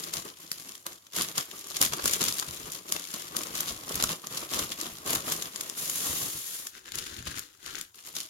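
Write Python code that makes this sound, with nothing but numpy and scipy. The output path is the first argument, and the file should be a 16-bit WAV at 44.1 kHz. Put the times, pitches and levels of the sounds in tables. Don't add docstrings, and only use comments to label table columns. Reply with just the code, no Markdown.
import sys
import numpy as np
from scipy import signal
from scipy.fft import rfft, irfft, next_fast_len
from scipy.io import wavfile
from scipy.ndimage import map_coordinates

SR = 44100
rng = np.random.default_rng(int(sys.argv[2]) if len(sys.argv) > 2 else 0)


def inscribe(sig):
    pcm = np.round(np.clip(np.atleast_2d(sig).T, -1, 1) * 32767)
    wavfile.write(sys.argv[1], SR, pcm.astype(np.int16))


N = 365796
TIME_S = np.arange(N) / SR
LEFT_LEAD_S = 0.0003363

# start_s, attack_s, hold_s, crinkle_db, flex_db
BAG_PULLS = [(0.003, 0.02, 0.104, -38.5, -48.0), (0.14, 0.009, 0.05, -36.5, -45.5),
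             (0.256, 0.008, 0.02, -41, -48), (0.429, 0.061, 0.01, -44.0, -55.0),
             (0.508, 0.025, 0.187, -46.0, -55.5), (0.668, 0.013, 0.092, -44.5, -60.0),
             (0.863, 0.009, 0.053, -44.5, -53.5), (1.183, 0.038, 0.033, -29.5, -40.0),
             (1.256, 0.009, 0.045, -41.5, -47.5), (1.379, 0.025, 0.009, -30.0, -39.5),
             (1.509, 0.035, 0.108, -43.5, -51.5), (1.719, 0.053, 0.086, -39.5, -48.0),
             (1.819, 0.011, 0.007, -24.0, -33.0), (1.929, 0.009, 0.006, -35.5, -42.0),
             (2.06, 0.064, 0.081, -31.0, -41.0), (2.216, 0.044, 0.073, -33.0, -41.5),
             (2.375, 0.044, 0.023, -33.5, -46.0), (2.473, 0.049, 0.093, -39.0, -48.0),
             (2.612, 0.024, 0.16, -41.0, -48.5), (2.931, 0.066, 0.029, -36.5, -45.5),
             (3.008, 0.023, 0.207, -40.0, -52.0), (3.139, 0.014, 0.14, -41.5, -48),
             (3.367, 0.045, 0.149, -40.0, -46.5), (3.555, 0.025, 0.143, -34.0, -41.5),
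             (3.773, 0.035, 0.097, -44.5, -49.0), (3.925, 0.056, 0.129, -34.0, -42.5),
             (4.093, 0.013, 0.028, -34.5, -39.5), (4.254, 0.037, 0.021, -45.5, -53.5),
             (4.315, 0.017, 0.13, -38.0, -43.5), (4.541, 0.044, 0.09, -33.5, -36.5),
             (4.719, 0.03, 0.006, -39.5, -43.5), (4.796, 0.025, 0.118, -38.5, -44.0),
             (5.027, 0.069, 0.036, -47.0, -50.0), (5.088, 0.03, 0.068, -29.0, -36),
             (5.294, 0.044, 0.036, -31.5, -37.5), (5.382, 0.01, 0.089, -40.0, -46.0),
             (5.542, 0.03, 0.18, -41.0, -49.0), (7.946, 0.006, 0.087, -48.5, -64.5),
             (8.062, 0.016, 0.018, -40.0, -53.0), (8.173, 0.034, 0.034, -36.5, -52)]
# start_s, level_db, length_ms, pitch_hz
SNAPS_AND_TICKS = [(0.0401, -23, 0.55, 5900), (0.1382, -22, 1.8, 7700), (0.1696, -26, 1.3, 5400),
                   (0.5167, -14, 0.48, 9400), (0.6927, -31, 1.0, 6000), (0.8659, -23, 1.17, 8600),
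                   (1.0685, -46, 2, 3500), (1.1353, -34, 1.4, 4300), (1.1648, -25, 2.4, 8400),
                   (1.2219, -21, 1.5, 10400), (1.2869, -28, 1.2, 5000), (1.3803, -16.5, 0.84, 5800),
                   (1.7684, -21.5, 1.7, 5430), (1.8153, -9, 1.3, 8400), (1.8267, -13.5, 1.8, 12100),
                   (1.8531, -19, 1.3, 9000), (1.9356, -24, 2, 6170), (2.0417, -18, 0.63, 8300),
                   (2.0578, -13, 1.3, 10100), (2.0788, -18.5, 2.1, 6600), (2.1354, -16, 1.6, 7800),
                   (2.2098, -23, 2.4, 6200), (2.2174, -17, 1.2, 7300), (2.24, -16.5, 1.1, 7700),
                   (2.2842, -21.5, 2.8, 6200), (2.3251, -20, 0.85, 6400), (2.3979, -17, 0.92, 7800),
                   (2.4258, -25, 0.6, 1500), (2.7202, -21, 0.5, 14000), (2.9234, -14, 1.2, 8700),
                   (3.1404, -23.5, 1.1, 7500), (3.367, -17, 1.35, 8300), (3.4351, -25.5, 1.4, 7200),
                   (3.6068, -15, 1.1, 11700), (3.9562, -20.5, 1.7, 12500), (4.0255, -11.5, 0.62, 5680),
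                   (4.0393, -14, 1.35, 7200), (4.2705, -24.5, 0.94, 7600), (4.3748, -26, 2.9, 5500),
                   (4.537, -21.5, 1.1, 5330), (4.5915, -22, 2.6, 6700), (4.72, -28, 3, 4060),
                   (4.8136, -22, 1.24, 7140), (4.9852, -31, 0.6, 6600), (5.1324, -21, 2, 9600),
                   (5.1525, -20, 1.6, 9800), (5.3216, -21, 2.3, 7500), (5.4236, -26, 2.3, 6300),
                   (5.5601, -26, 1.25, 5400), (5.6102, -24, 1.8, 6800), (5.6985, -19, 0.41, 5760),
                   (5.8982, -20, 1.6, 11200), (5.958, -22, 0.84, 11900), (6.6699, -27, 1.6, 7200),
                   (6.9208, -26.5, 0.74, 3900), (6.9555, -25, 1.4, 12400), (6.9868, -27.5, 2.6, 5870),
                   (7.274, -33, 4.4, 3500), (7.3939, -24, 1.1, 11000), (7.6629, -29.5, 0.95, 4700),
                   (7.7548, -24, 0.46, 3830), (7.8126, -24.5, 0.93, 7300), (8.1665, -26, 1.6, 4700),
                   (8.2041, -24, 0.97, 6600)]
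# start_s, level_db
TABLE_BUMPS = [(0.18, -55), (1.818, -50), (1.908, -50), (2.043, -43), (2.277, -48), (2.484, -46),
               (2.644, -50.5), (3.512, -57), (3.719, -49), (3.949, -42), (4.041, -40.5), (4.622, -48),
               (4.924, -55), (5.153, -50), (6.101, -47), (6.221, -51), (6.353, -52), (6.964, -52),
               (7.126, -52.5), (7.196, -46.5), (7.268, -43)]
# start_s, level_db
PANEL_POPS = [(0.866, -37.5), (1.3841, -30), (1.8245, -31), (1.9346, -32), (1.996, -31.5), (2.0584, -30),
              (2.208, -33.5), (2.2402, -34.5), (2.4255, -34.5), (3.351, -38.5), (4.001, -32),
              (4.041, -31.5), (4.242, -40.5), (5.283, -35.5), (7.272, -38.5)]
# time_s, friction_db, flex_db
POUCH_SLIDE = [(5.75, -53, -71), (5.776, -37, -48.5), (5.972, -36.5, -47.5), (6.074, -32.5, -41),
               (6.252, -35.5, -44.5), (6.428, -41.5, -55.5), (6.56, -39, -56), (6.665, -48, -54.5),
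               (6.725, -61, -78)]
# start_s, attack_s, hold_s, rustle_db
POUCH_MOVES = [(6.761, 0.043, 0.027, -50.5), (6.881, 0.049, 0.006, -46.5), (6.961, 0.038, 0.077, -40.0),
               (7.069, 0.012, 0.109, -42.0), (7.279, 0.045, 0.118, -41.5), (7.513, 0.03, 0.082, -59.0),
               (7.669, 0.039, 0.115, -42.5)]
# time_s, left_over_right_db
HAND_PAN = [(0, 2), (1.2, -0.3), (2.2, 1.1), (3.3, 2), (4.05, -0.5), (5.7, 1.2), (6.2, 0.5), (6.9, 3),
            (7.7, 4), (8.2, 0.5)]

# freq_hz, relative_db
CRINKLE_SPECTRUM = [(60, -24), (170, -8), (400, -14), (800, -5.5), (1200, 2.5), (2000, -7), (3400, 1.5),
                    (6500, 0), (12000, 0.5), (16000, -14)]
RUB_SPECTRUM = [(200, -22), (800, -16), (1300, -0.5), (2100, 9.5), (3300, 10), (6500, 6), (12000, 9),
                (16000, -4)]
SHEET_SPECTRUM = [(40, -20), (100, -11.5), (150, -5.5), (250, -3), (340, -2.5), (500, -5), (620, -4.5),
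                  (880, -9.5), (1100, -3), (1700, -12.5), (4000, -35)]
SNAP_SPECTRUM = [(60, -14), (170, 6.5), (400, 0.5), (800, -0.5), (1200, 1.5), (2000, 0.5), (3400, 3.5),
                 (6500, 0.5), (12000, 1), (16000, -10)]
BUMP_SPECTRUM = [(20, -22), (45, -10.5), (75, -5.5), (130, -6), (220, -12.5), (500, -29.5), (2000, -58)]
POP_SPECTRUM = [(60, -21.5), (165, -0.5), (350, -1.5), (800, -7.5), (1200, 2.5), (1900, -8.5), (4000, -6.5),
                (16000, -29)]
SLIDE_SPECTRUM = [(300, -39), (900, -13), (1500, -6.5), (2300, -6), (3300, -0.5), (5000, -0.5), (7000, 0),
                  (11500, 3), (16000, -9)]
CLOTH_SPECTRUM = [(60, -1), (150, -3), (350, 6.5), (600, -5), (900, -6), (1450, 3), (2200, -2), (3500, 1),
                  (6500, -3), (11000, -3.5), (16000, -15)]
ROOM_TONE_SPECTRUM = [(20, -13), (110, 15), (220, -30), (1000, 9), (2000, -30), (7000, 5), (16000, -2)]

# centre_hz, width_hz, gain_db
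BAG_RESONANCES = [(165, 20, 6), (328, 51, 3.5), (436, 28, 3.5), (1180, 210, 2.5)]
# centre_hz, width_hz, gain_db
LEFT_PORT_BANDS = [(3640, 2800, -1.5), (7110, 1260, 9.5), (7850, 1620, -9), (11000, 1000, -3.5)]
RIGHT_PORT_BANDS = [(2400, 470, -8), (4320, 1500, -5), (7420, 580, 5.5), (8070, 1500, -11), (11500, 780, 1)]
# freq_hz, coherence
MIC_COHERENCE = [(100, 0.99), (300, 1), (600, 0.74), (1300, 0.44), (2500, 0.07), (15000, 0.15)]


def from_db(db):
    return 10 ** (np.asarray(db) / 20)


def unit_rms(x):
    return x / np.sqrt(np.mean(x ** 2) + 1e-20)


def at_hz(table, hz):
    table = np.array(table)
    return np.interp(np.log(hz + 1e-3), np.log(table[:, 0]), table[:, 1])


def waver(spread_db, rate_hz):
    knots = rng.standard_normal(N // 10)
    drift = np.interp(TIME_S * rate_hz, np.arange(len(knots)), knots)
    return from_db(spread_db * unit_rms(drift))


def swell(start_s, attack_s, hold_s, release_s):
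    early = np.minimum(TIME_S - start_s, 0) / attack_s
    late = np.maximum(TIME_S - start_s - hold_s, 0) / release_s
    return np.exp(-np.minimum(early ** 2 + late, 20))


def move_force(rows, column):
    swells = (from_db(row[column]) * swell(*row[:3], release_s=0.041) for row in rows)
    return np.sqrt(sum(gain ** 2 for gain in swells))


def gain_curve(rows, column, fade_s=0.015):
    rows = np.array(rows)
    outside_s = np.maximum(rows[0, 0] - TIME_S, 0) + np.maximum(TIME_S - rows[-1, 0], 0)
    fade = np.maximum(1 - outside_s / fade_s, 0)
    return from_db(np.interp(TIME_S, rows[:, 0], rows[:, column])) * fade


def colour(x, spectrum, size=4096):
    magnitude = from_db(at_hz(spectrum, np.fft.rfftfreq(size, 1 / SR)))
    cepstrum = irfft(np.log(magnitude))
    cepstrum[1:size // 2] *= 2
    cepstrum[size // 2 + 1:] = 0
    response = irfft(np.exp(rfft(cepstrum)))
    return signal.oaconvolve(x, response[None] / np.linalg.norm(response), axes=1)[:, :N]


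def resonate(x, bands):
    for centre_hz, width_hz, gain_db in bands:
        g = from_db(gain_db / 2)
        k = np.tan(np.pi * width_hz / SR)
        tuning = -2 * np.cos(2 * np.pi * centre_hz / SR)
        x = signal.lfilter([1 + k * g, tuning, 1 - k * g], [1 + k / g, tuning, 1 - k / g], x)
    return x


def mic_pair(a, b, hz, lead_s):
    coherence = np.clip(at_hz(MIC_COHERENCE, hz), 0, 1)
    mid, side = np.sqrt((1 + coherence) / 2) * a, np.sqrt((1 - coherence) / 2) * b
    return np.array([mid + side, (mid - side) * np.exp(-2j * np.pi * hz * lead_s)])


def noise(spectrum):
    size = next_fast_len(N, True)
    a, b = rfft(rng.standard_normal((2, size)))
    white = irfft(mic_pair(a, b, np.fft.rfftfreq(size, 1 / SR), LEFT_LEAD_S), size)
    return colour(white, spectrum)


def cracks(rows, broad_db, rise_ratio, creak_db, size=1024):
    start_s, level_db, length_ms, pitch_hz = np.array(rows).T[:, :, None]
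    offsets, hz = np.arange(size) - size // 2, np.fft.rfftfreq(size, 1 / SR)
    age = 1000 * offsets / SR / length_ms
    creak = from_db(creak_db) * np.minimum(length_ms, 2) * np.exp(-np.abs(age) / 4.6)
    envelope = np.exp(-np.maximum(age, -age / rise_ratio)) + creak
    a, b = rfft(rng.standard_normal((len(start_s), 2, size)).swapaxes(0, 1) * envelope)
    facet = from_db(broad_db) + 1 / (1 + 0.9j * (hz / pitch_hz - pitch_hz / (hz + 1)))
    lead_s = LEFT_LEAD_S * rng.uniform(0.59, 1.485, start_s.shape)
    bursts = irfft(mic_pair(a * facet, b * facet, hz, lead_s))
    power_ratio = np.mean(envelope ** 2, axis=1) / np.mean(bursts ** 2, axis=(0, 2))
    bursts *= from_db(level_db) * np.sqrt(power_ratio)[:, None]
    indices = np.maximum((start_s * SR).astype(int) + offsets, 0).ravel()
    return np.array([np.bincount(indices, side.ravel(), N)[:N] for side in bursts])


def grains(rate_hz, spread_db, length_ms, low_hz, high_hz, count=6000):
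    wait, strength, length, pitch = rng.uniform(1e-6, 1, (count, 4)).T
    start_s = np.cumsum(-np.log(wait)) / rate_hz
    level_db = spread_db * np.minimum(-np.log(strength), 3)
    rows = np.c_[start_s, level_db, length_ms * (0.5 + length), low_hz * (high_hz / low_hz) ** pitch]
    rows = rows[start_s < N / SR]
    return unit_rms(cracks(rows, broad_db=-12.5, rise_ratio=0.5, creak_db=-8.5, size=256))


def crinkling(effort, flex, flex_share=0.45):
    ticks = grains(rate_hz=340, spread_db=5.5, length_ms=1.0, low_hz=2170, high_hz=13800)
    crackle = colour(ticks, CRINKLE_SPECTRUM)
    rub = noise(RUB_SPECTRUM) * waver(spread_db=2, rate_hz=220)
    rub_force = effort * (flex / effort) ** flex_share
    return from_db(-4) * effort * crackle + from_db(-0.9) * rub_force * rub


def flexing_sheet(flex):
    flaps = flex * noise(SHEET_SPECTRUM) * waver(spread_db=3.25, rate_hz=90)
    return from_db(-3.2) * resonate(flaps, BAG_RESONANCES)


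def lesser_creases(force, rate_hz=22, low_hz=3350, high_hz=9900, count=400):
    wait, length, pitch = rng.uniform(1e-6, 1, (count, 3)).T
    start_s = np.cumsum(-np.log(wait)) / rate_hz
    force_db = 20 * np.log10(np.interp(start_s, TIME_S, force))
    level_db = force_db + rng.normal(6, 2, count)
    length_ms = 0.5 + length
    rows = np.c_[start_s, level_db, length_ms, low_hz * (high_hz / low_hz) ** pitch]
    snaps = cracks(rows[start_s < N / SR], broad_db=-14.5, rise_ratio=0.54, creak_db=-15)
    return colour(snaps, SNAP_SPECTRUM)


def snaps_and_ticks():
    snaps = cracks(SNAPS_AND_TICKS, broad_db=-12, rise_ratio=0.67, creak_db=-16.5)
    return from_db(-0.5) * colour(snaps, SNAP_SPECTRUM)


def table_bumps(flex, handling):
    knocks = sum(from_db(level_db) * swell(start_s, attack_s=0.01, hold_s=0.0075, release_s=0.029)
                 for start_s, level_db in TABLE_BUMPS)
    air = (from_db(-19) * flex + from_db(-21) * handling) * waver(spread_db=3, rate_hz=25)
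    return (from_db(1) * knocks + air) * noise(BUMP_SPECTRUM)


def popping_panels(length_ms=1.98, pitch_hz=1080):
    rows = [(start_s, level_db, length_ms, pitch_hz) for start_s, level_db in PANEL_POPS]
    pops = cracks(rows, broad_db=5.5, rise_ratio=0.87, creak_db=-13.5)
    return from_db(1) * colour(pops, POP_SPECTRUM)


def sliding_pouches():
    friction = gain_curve(POUCH_SLIDE, column=1)
    return from_db(3.5) * friction * noise(SLIDE_SPECTRUM) * waver(spread_db=1.7, rate_hz=230)


def rustling_cloth(handling):
    slips = grains(rate_hz=480, spread_db=4, length_ms=0.7, low_hz=1400, high_hz=8000)
    swish = noise(CLOTH_SPECTRUM) * waver(spread_db=2.3, rate_hz=70)
    return handling * (from_db(-2) * colour(slips, CLOTH_SPECTRUM) + from_db(-5) * swish)


def pan_to_hands(x, lag_s_per_db=0.00007, usual_pan_db=1.5):
    pan_db = np.interp(TIME_S, *np.transpose(HAND_PAN))
    lag_s = lag_s_per_db * (pan_db - usual_pan_db)
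    right = map_coordinates(x[1], [(TIME_S - lag_s) * SR], order=5)
    return np.array([x[0], right]) * from_db([pan_db / 2, -pan_db / 2])


def room(x, t60_s, wet_db, echo_db, echo_s, size=12288, block=4096):
    age_s, hz = TIME_S[:size - block], np.fft.rfftfreq(size, 1 / SR)
    echoes = from_db(echo_db) * np.exp(-((age_s - echo_s) / 0.0013) ** 2)
    tail = from_db(-60 * age_s / t60_s) * (1 + echoes) * (age_s > 0.002)
    tail *= from_db(wet_db) / np.linalg.norm(tail)
    out = np.pad(x, [(0, 0), (0, size)])
    for start in range(0, N, block):
        a, b = rfft(rng.standard_normal((2, len(age_s))) * tail, size)
        response = mic_pair(a, b, hz, lead_s=0)
        out[:, start:start + size] += irfft(rfft(x[:, start:start + block], size) * response)
    return out[:, :N]


def scene():
    grip = waver(spread_db=1, rate_hz=40)
    held = from_db(-63) * (TIME_S < 5.75)
    drag = gain_curve(POUCH_SLIDE, column=2)
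    effort = grip * np.hypot(move_force(BAG_PULLS, column=3), held) + from_db(-3) * drag
    flex = grip * np.hypot(move_force(BAG_PULLS, column=4), from_db(-8) * held) + drag
    handling = grip * move_force(POUCH_MOVES, column=3)
    snaps = snaps_and_ticks() + lesser_creases(effort + handling) + popping_panels()
    paper = crinkling(effort, flex) + flexing_sheet(flex)
    cloth = sliding_pouches() + rustling_cloth(handling)
    direct = pan_to_hands(snaps + paper + cloth)
    heard = room(direct, t60_s=0.21, wet_db=-8.5, echo_db=-6, echo_s=0.024)
    return heard + table_bumps(flex, handling) + from_db(-64) * noise(ROOM_TONE_SPECTRUM)


def record(dry):
    heard = np.array([resonate(dry[0], LEFT_PORT_BANDS), resonate(dry[1], RIGHT_PORT_BANDS)])
    return signal.sosfilt(signal.ellip(12, 0.1, 80, 15900, fs=SR, output="sos"), heard)


dry = scene()
out = record(dry)
inscribe(out)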